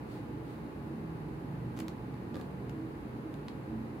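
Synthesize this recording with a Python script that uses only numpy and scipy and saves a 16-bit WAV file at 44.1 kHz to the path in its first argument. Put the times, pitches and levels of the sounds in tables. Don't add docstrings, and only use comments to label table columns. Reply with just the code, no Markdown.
import sys
import numpy as np
from scipy import signal
from scipy.fft import rfft, irfft
from scipy.io import wavfile

SR = 44100
rng = np.random.default_rng(int(sys.argv[2]) if len(sys.argv) > 2 else 0)


def wrap_up_sound(samples):
    columns = np.atleast_2d(samples).T
    tamed = np.clip(columns, -1, 1)
    steps = np.round(tamed * 32767).astype(np.int16)
    wavfile.write(sys.argv[1], SR, steps)


N = 176400
TIME = np.arange(N) / SR


def needle():
    # start in seconds, level in dB, ring pitch in Hz, relative ring and treble levels in dB.
    ticks = [(1.7664, -47, 2600, -6, -1), (1.7722, -54, 4200, -6, 9), (1.775, -42, 3500, -7, -3),
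             (1.7807, -47, 3200, -6, 3), (1.7895, -41, 4300, -9, 2), (1.7910, -39, 2700, 1, 2),
             (1.8007, -40, 4000, -9, 9), (1.8034, -33.5, 4600, -3, 0.5), (1.8059, -45, 2000, 11, -4),
             (1.8656, -54, 4200, -9, -1), (1.8827, -34, 4300, -4, -2), (2.1424, -53, 4600, -2, -3),
             (2.3444, -44.5, 3930, 2, -5), (2.351, -49, 3500, -2, -6), (2.3561, -44, 4100, 2, -1),
             (2.3677, -47.5, 3800, -2, 9), (2.4, -49, 4000, -7, 0), (2.413, -45, 4300, 0.5, 4),
             (2.6955, -42.5, 1950, 5, 1), (2.6959, -50, 3300, 5, -2), (3.3414, -44, 4000, -1.5, 2),
             (3.4838, -36, 3850, -2, -11), (3.4857, -49, 3700, -1, -8)]
    # frequency in Hz, relative level in dB.
    snap_spectrum = [(500, 3), (1100, 9), (2000, 2.5), (2900, 0.5), (3600, -3.5), (4700, -0.5),
                     (5600, -1.5), (6400, -0.5), (8500, -7), (11000, -5.5), (16000, -11.5)]
    snap_db, ring_t60_s = 7, 0.0026
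    scatter_db, scatter_t60_s = -4, 0.008
    out = np.zeros((2, N))
    for start, db, hz, ring_db, treble_db in ticks:
        snap = from_db(snap_db) * crack(snap_spectrum, treble_db)
        ping = from_db(ring_db) * ring(hz, ring_t60_s, TIME[:len(snap)])
        tick = from_db(db) * (snap + ping)
        add(out[0], start + 0.00002, tick)
        add(out[1], start, tick)
        scatter = signal.fftconvolve(reflections(scatter_t60_s), tick[None], axes=1)
        add(out, start, from_db(scatter_db) * scatter)
    return out


def cloth():
    # start in seconds, level in dB.
    plucks = [(2.344, -48), (2.3565, -44), (2.3667, -44), (2.399, -45.5)]
    # pitch in Hz, level relative to the pluck in dB, seconds to die away by 60 dB.
    modes = [(297, 6, 0.068), (338, 3, 0.074), (424, -1.5, 0.076), (513, 1, 0.1), (694, -6, 0.046),
             (877, -13, 0.04), (1160, -6, 0.022), (1610, -6.5, 0.031)]
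    spread_db = 2.5
    out = np.zeros((2, N))
    for start, db in plucks:
        for hz, mode_db, t60 in modes:
            gains = from_db(db + mode_db + spread_db * rng.standard_normal((2, 1)))
            add(out, start, gains * ring(hz, t60, TIME[:SR // 2]))
    return out


def thread():
    # fastest moment in seconds, half length in seconds, level in dB.
    pulls = [(0.14, 0.045, -59), (0.516, .05, -63.5), (1.778, 0.016, -60), (2.395, 0.037, -61.5)]
    # frequency in Hz, relative level in dB.
    rub_spectrum = [(1200, 10), (2500, 2.5), (3200, 2), (4400, 2.5), (5600, -7.5), (8000, -6.5),
                    (12000, -9), (16000, -11)]
    fibres_per_s, spread_db = 7000, 2
    speed = sum(from_db(db) * np.exp(-.5 * ((TIME - peak) / half) ** 2) for peak, half, db in pulls)
    grains = (rng.random((2, N)) < fibres_per_s / SR) * rng.choice([-1, 1], (2, N))
    strength = from_db(spread_db * np.minimum(rng.exponential(1, (2, N)), 5))
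    return speed * coloured(grains * strength, rub_spectrum)


def hum():
    # pitch in Hz, level in dB, width in Hz.
    motor_tones = [(145, -52, 6.1), (257.3, -60, 11), (289.3, -55.5, 17.6), (405.6, -63, 6.3),
                   (721, -76, 6.3), (770, -73, 8.9), (836, -65, 17), (861, -66.5, 10), (975, -76.5, 51)]
    # pitch in Hz, trim in dB, unsteady share from 0 to 1, width in Hz.
    flickering_tones = [(122.7, -1, 0.55, 5), (223.3, 0, 0.55, 2.9), (320.3, 0, 0.98, 8.8)]
    # time in seconds, level before the trim in dB.
    lowest = [(0.0, -61.5), (0.23, -47), (0.69, -58), (0.75, -73), (0.82, -56), (1.78, -39.5),
              (1.84, -58.5), (2.09, -37.5), (2.33, -57.5), (2.45, -46.5), (2.9, -44.5), (3.0, -68),
              (3.06, -52), (4.0, -50.5)]
    middle = [(0.0, -50.5), (0.21, -50), (0.28, -44), (0.44, -81), (0.54, -40.5), (0.75, -60),
              (0.86, -50.5), (2.7, -56), (2.77, -39.5), (2.92, -64), (3.03, -50), (3.6, -51.5), (3.77, -42),
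              (4.0, -60)]
    highest = [(0.04, -62), (0.15, -43.5), (0.81, -65.5), (0.87, -49.5), (1.2, -59.5), (1.3, -46),
               (1.56, -65), (1.78, -45.5), (1.9, -51.5), (2.66, -63), (2.78, -40.5), (3.23, -69),
               (3.261, -41), (3.4, -68), (3.72, -45.5), (3.84, -73), (3.97, -40.5), (4.0, -54)]
    out = sum(from_db(db) * tone(hz, width) for hz, db, width in motor_tones)
    for (hz, trim_db, unsteady, width), curve in zip(flickering_tones, (lowest, middle, highest)):
        flicker_db = np.interp(TIME, *np.transpose(curve))
        out += from_db(trim_db + flicker_db) * tone(hz, width, unsteady)
    return out


def engine():
    # time in seconds, pitch in Hz, level in dB.
    climb = [(0, 143, -60), (.7, 151, -66), (1.05, 163, -47.5), (1.4, 170, -50), (1.65, 173, -47.5),
             (1.9, 182, -50.5), (2.3, 186, -51.5), (2.65, 191, -51), (2.951, 200, -61), (4, 205, -73)]
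    times, hz, db = np.transpose(climb)
    phase = 2 * np.pi * np.cumsum(np.interp(TIME, times, hz)) / SR
    waver_db = 2 * drift(24)
    return np.sqrt(2) * np.sin(phase) * from_db(np.interp(TIME, times, db) + waver_db)


def room_tone():
    # frequency in Hz, relative level in dB.
    mid_spectrum = [(20, -20), (38, -55), (55, 2.5), (85, -1.5), (140, 2), (200, 0.5), (320, 2),
                    (370, -2.5), (440, -3.5), (620, -13.5), (1000, -14.5), (1350, -21.5), (1700, -22.5),
                    (2600, -29.5), (3400, -37.5), (3900, -35.5), (4600, -38), (5600, -46.5), (6300, -45),
                    (8000, -47), (11500, -43), (16000, -51)]
    side_spectrum = [(20, -15), (42, 7), (57, -3.5), (280, -1), (460, 0.5), (590, -4.5), (1050, -4.5),
                     (1900, -13.5), (2400, -16), (2800, -18.5), (3300, -27), (4400, -26), (5600, -35),
                     (8000, -35.5), (11500, -33), (16000, -40)]
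    bass_lean_db, bass_edge_hz = 2, 700
    mid = from_db(-44) * coloured(rng.standard_normal(N), mid_spectrum) + hum() + engine()
    side = from_db(-52) * coloured(rng.standard_normal(N), side_spectrum)
    left_right = np.array([[1], [-1]])
    bass = signal.sosfiltfilt(signal.butter(2, bass_edge_hz, fs=SR, output="sos"), mid)
    bass_gains = from_db(-left_right * bass_lean_db / 2)
    return mid + left_right * side + (bass_gains - 1) * bass


def crack(spectrum, treble_db, treble_edge_hz=6600, size=512):
    hz = np.fft.rfftfreq(size, 1 / SR)
    gain = gain_at(spectrum, hz)
    shelf = from_db(treble_db * hz ** 4 / (hz ** 4 + treble_edge_hz ** 4))
    cepstrum = irfft(np.log(gain * shelf / gain.mean()))
    cepstrum[1:size // 2] *= 2
    cepstrum[size // 2 + 1:] = 0
    return irfft(np.exp(rfft(cepstrum)))


def ring(hz, t60, t):
    return np.sin(2 * np.pi * hz * t) * from_db(-60 * t / t60)


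def reflections(t60):
    t = TIME[:SR // 2]
    tail = rng.standard_normal((2, len(t))) * from_db(-60 * t / t60)
    return tail / np.sqrt(np.sum(tail ** 2, axis=1, keepdims=True))


def tone(hz, width_hz, unsteady=1):
    wander = 1 - unsteady + unsteady * (drift(width_hz) + 1j * drift(width_hz)) / np.sqrt(2)
    carrier = np.exp(2j * np.pi * (hz * TIME + rng.random()))
    return rms_one(np.real(wander * carrier))


def drift(rate_hz):
    hz = np.fft.rfftfreq(2 * N, 1 / SR)
    noise = rfft(rng.standard_normal(2 * N))
    return rms_one(irfft(noise / (1 + (hz / rate_hz) ** 2) ** 2)[:N])


def coloured(x, spectrum):
    hz = np.fft.rfftfreq(N, 1 / SR)
    return rms_one(irfft(rfft(x) * gain_at(spectrum, hz), N))


def gain_at(spectrum, hz):
    row_hz, db = np.transpose(spectrum)
    return from_db(np.interp(np.log(hz + 1e-6), np.log(row_hz), db))


def from_db(db):
    return 10 ** (np.asarray(db) / 20)


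def rms_one(x):
    return x / np.sqrt(np.mean(x ** 2) + 1e-20)


def add(out, start_s, sound):
    i = int(start_s * SR)
    out[..., i:i + sound.shape[-1]] += sound[..., :N - i]


def scene():
    background = room_tone()
    needlework = needle() + cloth() + thread()
    tail = signal.fftconvolve(needlework, reflections(t60=0.19), axes=1)[:, :N]
    return background + needlework + from_db(-4) * tail


def record(dry):
    low_cut_hz, high_cut_hz = 46, 15900
    low_cut = signal.butter(8, low_cut_hz, "high", fs=SR, output="sos")
    high_cut = signal.ellip(12, .1, 70, high_cut_hz, fs=SR, output="sos")
    return signal.sosfilt(high_cut, signal.sosfilt(low_cut, dry))


dry = scene()
out = record(dry)
wrap_up_sound(out)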